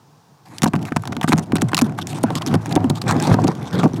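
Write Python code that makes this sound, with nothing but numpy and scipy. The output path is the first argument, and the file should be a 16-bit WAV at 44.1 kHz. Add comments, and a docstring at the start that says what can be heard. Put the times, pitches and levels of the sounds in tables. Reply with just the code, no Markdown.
"""A pigeon lands on a small camera that lies facing the sky, and treads about on it.
Its claws excite the shell by impact, its feet set the housing into damped vibration, and its feathers
brush over it with stick-slip friction; near the end, wing strokes blow on the microphone.
Low wind rumble, faint open air and a fainter electronic whine lie underneath,
and the loudest blows overload the recorder."""
import sys
import numpy as np
from scipy import signal
from scipy.fft import rfft, irfft
from scipy.io import wavfile
from scipy.ndimage import uniform_filter1d

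SR = 44100
rng = np.random.default_rng(int(sys.argv[2]) if len(sys.argv) > 2 else 0)


def inscribe(sig):
    """Save sig as 16-bit PCM at rate SR to the path in sys.argv[1].

    A 1-D sig is mono; a 2-D sig holds one channel per row.
    Samples are clipped to [-1, 1] before scaling.
    """
    pcm = np.round(np.clip(np.atleast_2d(sig).T, -1, 1) * 32767)
    wavfile.write(sys.argv[1], SR, pcm.astype(np.int16))


N = 176400
TIME = np.arange(N) / SR
AGE = TIME[:SR // 5]  # time since an impact, t/s

# Levels in all tables are relative: each source applies its own gain.
# Claw impacts: t/s, crack level/dB, knock level/dB, ping f/Hz
CLAW_IMPACTS = [(.620, -0.5, -26, 3900), (.633, 2.5, -13.5, 8700), (0.6416, 4.5, -13, 11100),
                (0.6592, -20, -11.5, 2000), (.6655, -14, -37, 5900), (0.735, -13.5, -16.5, 2940),
                (0.739, -32, -14.5, 1900), (0.7538, -17, -25.5, 3030), (0.761, -18, -27, 3440),
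                (0.853, -16, -31, 2450), (.922, -22, -19.5, 1690), (0.9627, -10, -11, 5700),
                (0.9675, -4.5, -16.5, 2940), (1.0363, -25, -26, 1970), (1.0544, -17, -27, 3960),
                (1.075, -10.5, -23.5, 3750), (1.167, -13.5, -19.5, 2700), (1.213, -9.5, -16, 2960),
                (1.232, -8, -24, 2400), (1.2425, -35, -14, 2000), (1.281, -14, -14.5, 2820),
                (1.285, -14, -36, 8900), (1.3209, -8, -6.5, 1800), (1.327, -2, -17.5, 1770),
                (1.332, -3, -9.5, 4500), (1.3701, -23, -31, 7500), (1.379, -9.5, -25, 5430),
                (1.3846, -9.5, -22, 5460), (1.3941, -13.5, -24, 6200), (1.5212, -13.5, -17, 2360),
                (1.5556, -4, -16, 7160), (1.5835, -22, -26, 4400), (1.6193, 1, -19.5, 7900),
                (1.733, -17, -12, 2750), (1.746, 6, -15, 2580), (1.7688, 0, -21, 5400),
                (1.7778, 0.5, -24, 4150), (1.7899, 0, -19, 2360), (1.814, -5.5, -17, 5640),
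                (1.818, 0.5, -16, 7920), (1.8954, -25.5, -35, 2230), (1.9228, -33, -34, 5900),
                (1.988, -11.5, -17, 3150), (2.071, -8.5, -47, 6110), (2.2322, -11, -46, 8100),
                (2.2362, -5, -30, 9100), (2.3044, -16.5, -23.5, 4380), (2.3542, -3.5, -48, 7700),
                (2.421, -11, -48, 3680), (2.4635, -9, -25.5, 5900), (2.4745, -10, -42, 6100),
                (2.541, -9, -28, 3500), (2.659, -12, -23, 5450), (2.726, -9, -45, 4030),
                (2.7544, -7, -34, 7800), (2.7606, -6, -21.5, 3770), (2.843, -17.5, -19.5, 2900),
                (2.8977, -12.5, -49, 7200), (2.9004, -3, -50, 4180), (3.0176, -7, -30, 3950),
                (3.1105, -5, -15, 5600), (3.2006, -9.5, -23, 5400), (3.225, -6.5, -35, 8200),
                (3.272, -7.5, -21, 5500), (3.341, -14, -16.5, 1920), (3.44, -28, -32, 5370),
                (3.471, -13.5, -31, 3540), (3.795, -15.5, -23.5, 5800), (3.833, -18, -15, 1880),
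                (3.934, -21, -42, 6500)]
# Footfalls and wing bumps: t/s, thump level/dB, nominal f/Hz, decay/s, shell level/dB
FOOTFALLS = [(0.623, -11.5, 164, 0.0098, -30), (0.6369, 1.5, 209, 0.0075, -4.5),
             (0.6606, -1, 266, 0.0048, -3), (0.678, -8.5, 228, 0.0093, -13), (.739, 1.5, 265, 0.0032, -5.5),
             (.76, -10, 191, 0.017, -36), (0.919, -7, 270, 0.0054, -28), (0.966, -0.5, 214, 0.0044, -15),
             (0.987, -23, 104, 0.036, -40), (1.166, -17.5, 242, 0.018, -52),
             (1.243, -1.5, 205, 0.0043, -10), (1.279, -10.5, 272, 0.01, -30),
             (1.294, -1.5, 250, 0.0052, -24), (1.325, -3.5, 310, 0.0049, -13), (1.337, 5, 233, 0.0049, -11),
             (1.387, -5.5, 193, 0.0064, -32), (1.533, 3, 250, 0.0051, -26), (1.556, -7, 303, 0.0054, -34),
             (1.625, -1.5, 248, 0.0052, -16.5), (1.641, -8.5, 130, 0.02, -34),
             (1.733, -7, 303, 0.0048, -22), (1.8196, -2, 236, 0.018, -13), (2.238, -3, 249, 0.012, -0.5),
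             (2.304, -20.5, 288, 0.011, -8.5), (2.36, -7, 243, 0.005, -39), (2.47, -14, 248, 0.024, -39),
             (2.528, -5.5, 215, 0.01, -13), (2.544, 7.5, 270, 0.0022, -6),
             (2.555, -4.5, 232, 0.0074, -12.5), (2.763, 2.5, 310, 0.0066, -5.5),
             (2.773, -5.5, 340, 0.0032, -3), (2.843, -5.5, 252, 0.017, -14), (2.9, 1, 263, 0.0025, -12.5),
             (2.908, -4, 222, 0.004, -14), (3.157, -11, 246, 0.022, -13), (3.275, -6, 224, 0.012, -11),
             (3.294, -4.5, 207, 0.0081, -8), (3.314, 4, 125, 0.0071, -0.5), (3.342, 0.5, 240, 0.0059, -3.5),
             (3.387, -10, 303, 0.006, -2.5), (3.445, 0.5, 286, 0.0065, -7),
             (3.485, -16.5, 300, 0.014, -6.5), (3.837, -10, 225, 0.024, -3.5),
             (3.858, -1.5, 270, 0.0086, -3), (3.938, -5, 246, 0.0043, -23)]
# Feather strokes on the shell: t/s, duration/s, hiss level/dB, rasp level/dB
FEATHER_STROKES = [(0.453, 0.15, -48, -40.5), (0.627, 0.012, -25, -26), (0.672, 0.013, -33, -26),
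                   (0.81, 0.013, -41, -53), (0.851, 0.042, -39.5, -32), (1.121, 0.01, -29, -21),
                   (1.227, 0.02, -31, -20.5), (1.275, 0.022, -21.5, -21.5), (1.301, 0.029, -32, -22.5),
                   (1.422, 0.02, -41, -45), (1.556, 0.015, -21.5, -24), (1.61, 0.0081, -28, -38),
                   (1.683, 0.013, -34, -29.5), (1.715, 0.0066, -32, -25), (1.773, 0.028, -20.5, -20),
                   (1.839, 0.031, -38.5, -30), (1.975, 0.032, -37, -35), (2.011, 0.015, -27, -36.5),
                   (2.073, 0.06, -34.5, -37.5), (2.144, 0.043, -31.5, -31), (2.226, 0.13, -48, -33.5),
                   (2.351, 0.035, -27, -25), (2.41, 0.02, -35, -22), (2.461, 0.025, -30, -28),
                   (2.49, 0.052, -40.5, -32), (2.537, 0.019, -25, -17), (2.613, 0.1, -45, -63),
                   (2.707, 0.019, -32, -20.5), (2.951, 0.035, -30, -31.5), (3.014, 0.0073, -19.5, -28),
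                   (3.195, 0.04, -41, -24.5), (3.388, 0.025, -38.5, -41), (3.437, 0.0099, -26, -23),
                   (3.475, 0.0062, -18.5, -13.5), (3.96, 0.016, -34, -33)]
# Envelopes of the wing strokes: t/s, buffet level/dB, whoosh level/dB, hiss level/dB
WING_ENVELOPES = [(3.04, -19, -47, -57), (3.075, -22.5, -16, -30), (3.11, -27, -14.5, -22.5),
                  (3.14, -16, -24, -36.5), (3.165, -29, -24.5, -43), (3.195, -45, -32, -38),
                  (3.255, -39, -22, -28), (3.29, -14.5, -19.5, -30), (3.345, -15.5, -24, -37.5),
                  (3.365, -28, -56, -86), (3.42, -18, -34, -65), (3.46, -18, -38, -52),
                  (3.50, -18, -31, -40), (3.55, -31, -43, -55), (3.63, -33.5, -31, -43),
                  (3.70, -37, -35, -41), (3.745, -15, -24.5, -36.5), (3.775, -18, -24, -36),
                  (3.797, -12, -12, -29), (3.823, -21, -33, -45), (3.838, -8, -19.5, -29),
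                  (3.87, -12, -35, -51), (3.92, -39, -58, -44)]
# Wind and the bird's weight shaking the housing: t/s, level/dB
RUMBLE_ENVELOPE = [(0.0, -61), (0.37, -58), (0.54, -39.5), (0.8, -32.5), (1.01, -33), (1.18, -33),
                   (1.36, -26), (1.49, -32.5), (1.69, -27), (1.87, -27), (1.95, -35), (2.05, -32),
                   (2.14, -26.5), (2.21, -27.5), (2.75, -26), (2.84, -26), (2.97, -29), (3.14, -21.5),
                   (3.29, -24.5), (3.33, -20), (3.53, -27), (3.78, -33.5), (4.0, -21)]
# Modes of the ringing shell and of the rocking housing: f/Hz, decay/s, level/dB
SHELL_MODES = [(728, 0.0059, -2), (917, 0.0037, 0), (1098, 0.0068, -10), (1367, 0.0018, -4.5),
               (540, 0.0029, 1)]
ROCKING_MODES = [(109.1, 0.069, -27), (160.9, 0.017, -11.5)]
# Spectral envelopes: f/Hz, level/dB
CRACK_SPECTRUM = [(500, -38.5), (1500, 4), (2500, 7.5), (4000, 5.5), (7000, 5), (11000, 0), (13000, -9),
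                  (16000, -9)]  # hard contact
SHELL_SPECTRUM = [(250, -15), (550, -10), (750, 5.5), (1200, 2.5), (1800, -4.5), (2600, -12), (5000, -48.5)]  # knock or rasp of the shell
HISS_SPECTRUM = [(900, -48), (2000, 0.5), (3500, 5.5), (6000, 0), (8500, 0), (11000, -7), (13000, -9.5),
                 (16000, -28)]  # sliding feathers
SWISH_SPECTRUM = [(900, -0.5), (2000, -11), (3500, 5), (6000, -3.5), (8500, -6.5), (11000, -15),
                  (13000, -17), (16000, -45)]  # wing feathers
BUFFET_SPECTRUM = [(25, -36), (60, -30), (85, -7), (112, 1.5), (160, 11.5), (260, 1), (380, -3.5),
                   (550, -2.5), (1200, -61)]  # air pushed on the microphone
WIND_SPECTRUM = [(25, -41.5), (60, -26.5), (85, -2.5), (112, 1.5), (160, 3), (230, -4), (330, -4.5),
                 (520, -19.5), (740, -14), (1200, -27.5), (2200, -41.5), (6000, -56), (14000, -120)]  # rumble in the housing
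AIR_SPECTRUM = [(18, -57), (59, -24), (141, -2.5), (345, -29), (449, -14.5), (569, -25), (913, -14.5),
                (2060, -33.5), (5590, -31.5), (12000, -44), (16000, -46)]  # open air
# Resonances of the shell at the microphone opening: f/Hz, bandwidth/Hz, gain/dB
PORT_RESONANCES = [(736, 76, 1.5), (1538, 15, 4), (5620, 350, 1.5), (6740, 220, 1), (8000, 2550, -1),
                   (11500, 220, 2.5)]
# Microphone response, weak in the deep bass: f/Hz, level/dB
MIC_RESPONSE = [(20, -11), (45, -11), (70, -12.5), (100, -1), (20000, 0.5)]

BARBS_PER_S, CRACKLES_PER_S = 1500, 550  # dense and sparse friction clicks
LANDING_S, TOP_HZ = 0.52, 16000


def claws():
    """Impact excitation: each claw gives a bright crack and a dry knock of the shell."""
    cracks, knocks = np.zeros(N), np.zeros(N)
    for start, crack_db, knock_db, hz in CLAW_IMPACTS:
        add(cracks, start, undb(crack_db) * hard_contact(hz))
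        add(knocks, start, undb(knock_db + 15.5) * impulse(tail_s=0.0031, tail_db=2.5))
    return colour(cracks, CRACK_SPECTRUM) + colour(knocks, SHELL_SPECTRUM)


def hard_contact(hz, modes=4):
    """Modal excitation: a hard point chatters on the shell and rings brief modes scattered about hz."""
    chatter = undb(-2.5) * impulse(tail_s=0.0028, tail_db=1.5)
    mode_hz = np.minimum(hz * np.exp(0.18 * rng.standard_normal(modes)), TOP_HZ)
    ping = sum(rng.choice([-1, 1]) * damped_mode(f, decay_s=0.0011) for f in mode_hz)
    return chatter + undb(-12) * ping / np.sqrt(modes)


def impulse(tail_s, tail_db):
    """A brief force is broadband: one impulse and a noise tail with energy tail_db relative to it."""
    tail = rng.standard_normal(len(AGE)) * np.exp(-AGE / tail_s)
    return (AGE == 0) + undb(tail_db) * tail / np.linalg.norm(tail)


def feet():
    """Free vibration: a soft blow bounces the housing, rocks it and rings the shell."""
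    out = np.zeros(N)
    onset = 1 - np.exp(-AGE / 0.0018)
    rocking = sum(undb(db) * damped_mode(f, d) for f, d, db in ROCKING_MODES)
    for start, thump_db, hz, decay_s, shell_db in FOOTFALLS:
        # The pitch sags as the bounce dies away.
        bounce_hz = hz * (0.7056 + 0.464 * np.exp(-AGE / (1.82 * decay_s)))
        bounce = np.sin(2 * np.pi * np.cumsum(bounce_hz) / SR) * np.exp(-AGE / decay_s)
        shell = sum(undb(db) * rng.choice([-1, 1]) * damped_mode(f * rng.normal(1, 0.068), d)
                    for f, d, db in SHELL_MODES)
        thump = undb(thump_db + 2) * (bounce + rocking)
        add(out, start, onset * (thump + undb(shell_db - 4) * shell))
    return out


def damped_mode(hz, decay_s):
    """Damped harmonic oscillator: a sinusoid with exponential decay."""
    return np.sin(2 * np.pi * hz * AGE) * np.exp(-AGE / decay_s)


def feathers(attack_s=0.0034, release_s=0.0017):
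    """Sliding friction: short feather strokes draw a grainy hiss and a lower rasp from the shell."""
    hiss, rasp = np.zeros(N), np.zeros(N)
    for start, duration, hiss_db, rasp_db in FEATHER_STROKES:
        attack = np.clip((TIME - start) / attack_s, 0, 1)
        release = np.exp(-np.maximum(TIME - start - duration, 0) / release_s)
        hiss += undb(hiss_db - 5.5) * attack * release
        rasp += undb(rasp_db - 5.5) * attack * release
    return moving_contact(hiss * barbs(HISS_SPECTRUM) + rasp * barbs(SHELL_SPECTRUM))


def barbs(spectrum, per_s=BARBS_PER_S):
    """Stick-slip friction: feather barbs catch and release in uneven clicks over smooth noise."""
    slips = (rng.random(N) < per_s / SR) * rng.choice([-1, 1], N)
    strength = undb(3 * np.minimum(rng.exponential(size=N), 4))
    friction = unit_rms(slips * strength) + 0.4 * rng.standard_normal(N)
    return unit_rms(colour(friction, spectrum)) * flutter(rate_hz=87.9, depth_db=2.5)


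def moving_contact(x, bands=20):
    """Response depends on the driving point: as the contact moves, each band swells and fades alone."""
    centre_hz = np.geomspace(627, TOP_HZ, bands)
    hz, spectrum = np.fft.rfftfreq(N, 1 / SR), rfft(x)
    return sum(irfft(spectrum * np.interp(hz, centre_hz, band), N) * flutter(rate_hz=27.92, depth_db=4)
               for band in np.eye(bands))


def wings():
    """Air displacement and friction: wings buffet the microphone as feathers scrape in gritty pulses."""
    whoosh = undb(-4.5) * envelope(WING_ENVELOPES, 2) * barbs(SHELL_SPECTRUM)
    hiss = undb(-1.5) * envelope(WING_ENVELOPES, 3) * barbs(SWISH_SPECTRUM, CRACKLES_PER_S)
    buffet = undb(-1.5) * envelope(WING_ENVELOPES, 1) * noise(BUFFET_SPECTRUM)
    return buffet + moving_contact(whoosh + hiss) * flutter(rate_hz=70.2, depth_db=2)


def shuffle(ticks_per_s=45):
    """Light impact and friction: the restless bird ticks at random; its rubbing follows the rumble."""
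    ticks = np.zeros(N)
    for _ in range(int(ticks_per_s * N / SR)):
        strength, pitch = rng.standard_normal(2)
        tick_db, tick_hz = -43 + 13.5 * strength, 4100 * np.exp(0.39 * pitch)
        add(ticks, rng.random() * N / SR, undb(tick_db) * hard_contact(tick_hz))
    rubbing = undb(-19.5) * barbs(SHELL_SPECTRUM)
    crackle = undb(-31) * barbs(HISS_SPECTRUM, CRACKLES_PER_S)
    friction = envelope(RUMBLE_ENVELOPE, 1) * (rubbing + crackle)
    return (TIME > LANDING_S) * (colour(ticks, CRACK_SPECTRUM) + friction)


def wind():
    """Forced vibration: wind and the bird's weight shake the housing unsteadily, over quiet open air."""
    rumble = undb(3.5) * envelope(RUMBLE_ENVELOPE, 1) * noise(WIND_SPECTRUM)
    return rumble * flutter(rate_hz=14, depth_db=3.5) + undb(-52.5) * noise(AIR_SPECTRUM)


def whine(hz=15000):
    """Pure tone: the electronics give a faint, steady sinusoid."""
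    return undb(-77) * np.sin(2 * np.pi * hz * TIME)


def undb(db):
    """Amplitude ratio of a level in decibels."""
    return 10 ** (np.asarray(db) / 20)


def unit_rms(x):
    """Normalisation to an rms of 1."""
    return x / np.sqrt(np.mean(x ** 2))


def add(out, start, sound):
    """Superposition of a sound on out from time start."""
    i = max(int(start * SR), 0)
    out[i:i + len(sound)] += sound[:max(N - i, 0)]


def colour(x, spectrum, size=8192):
    """Minimum-phase filtering at unit power gain through points of f/Hz, level/dB."""
    hz, db = np.array(spectrum).T
    log_hz = np.log(np.fft.rfftfreq(size, 1 / SR) + 1)
    gain = unit_rms(undb(np.interp(log_hz, np.log(hz), db)))
    cepstrum = irfft(np.log(gain))
    cepstrum[1:size // 2] *= 2  # folding the cepstrum makes the filter causal
    cepstrum[size // 2 + 1:] = 0
    return signal.oaconvolve(x, irfft(np.exp(rfft(cepstrum))))[:N]


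def noise(spectrum):
    """Spectrally shaped Gaussian noise of rms 1."""
    return unit_rms(colour(rng.standard_normal(N), spectrum))


def flutter(rate_hz, depth_db):
    """Random amplitude modulation: a gain that wanders within bounds."""
    hold = max(int(SR / rate_hz), 1)
    steps = rng.standard_normal(N)[np.arange(N) // hold]
    wander = np.tanh(uniform_filter1d(steps, hold))
    return unit_rms(undb(depth_db * unit_rms(wander)))


def envelope(rows, column):
    """Amplitude envelope interpolated along a level column, silent outside its span."""
    rows = np.array(rows)
    return undb(np.interp(TIME, rows[:, 0], rows[:, column], left=-120, right=-120))


def scene():
    """Superposition: all sources sum at one microphone."""
    return (claws() + feathers() + feet() + wings() + wind() + shuffle() + whine())[None]


def record(dry, ceiling=0.63, knee=13):
    """Resonance and saturation: the opening colours the sound, bass drops, peaks flatten, top is cut."""
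    x = dry[0]
    resonances = sum((undb(db) - 1) * signal.lfilter(*signal.iirpeak(hz, hz / width, fs=SR), x)
                     for hz, width, db in PORT_RESONANCES)
    x = colour(x + resonances, MIC_RESPONSE)
    saturated = x / (1 + np.abs(x / ceiling) ** knee) ** (1 / knee)
    lowpass = signal.ellip(8, 0.2, 70, TOP_HZ, fs=SR, output="sos")
    return signal.sosfilt(lowpass, saturated)[None]


dry = scene()
out = record(dry)
inscribe(out)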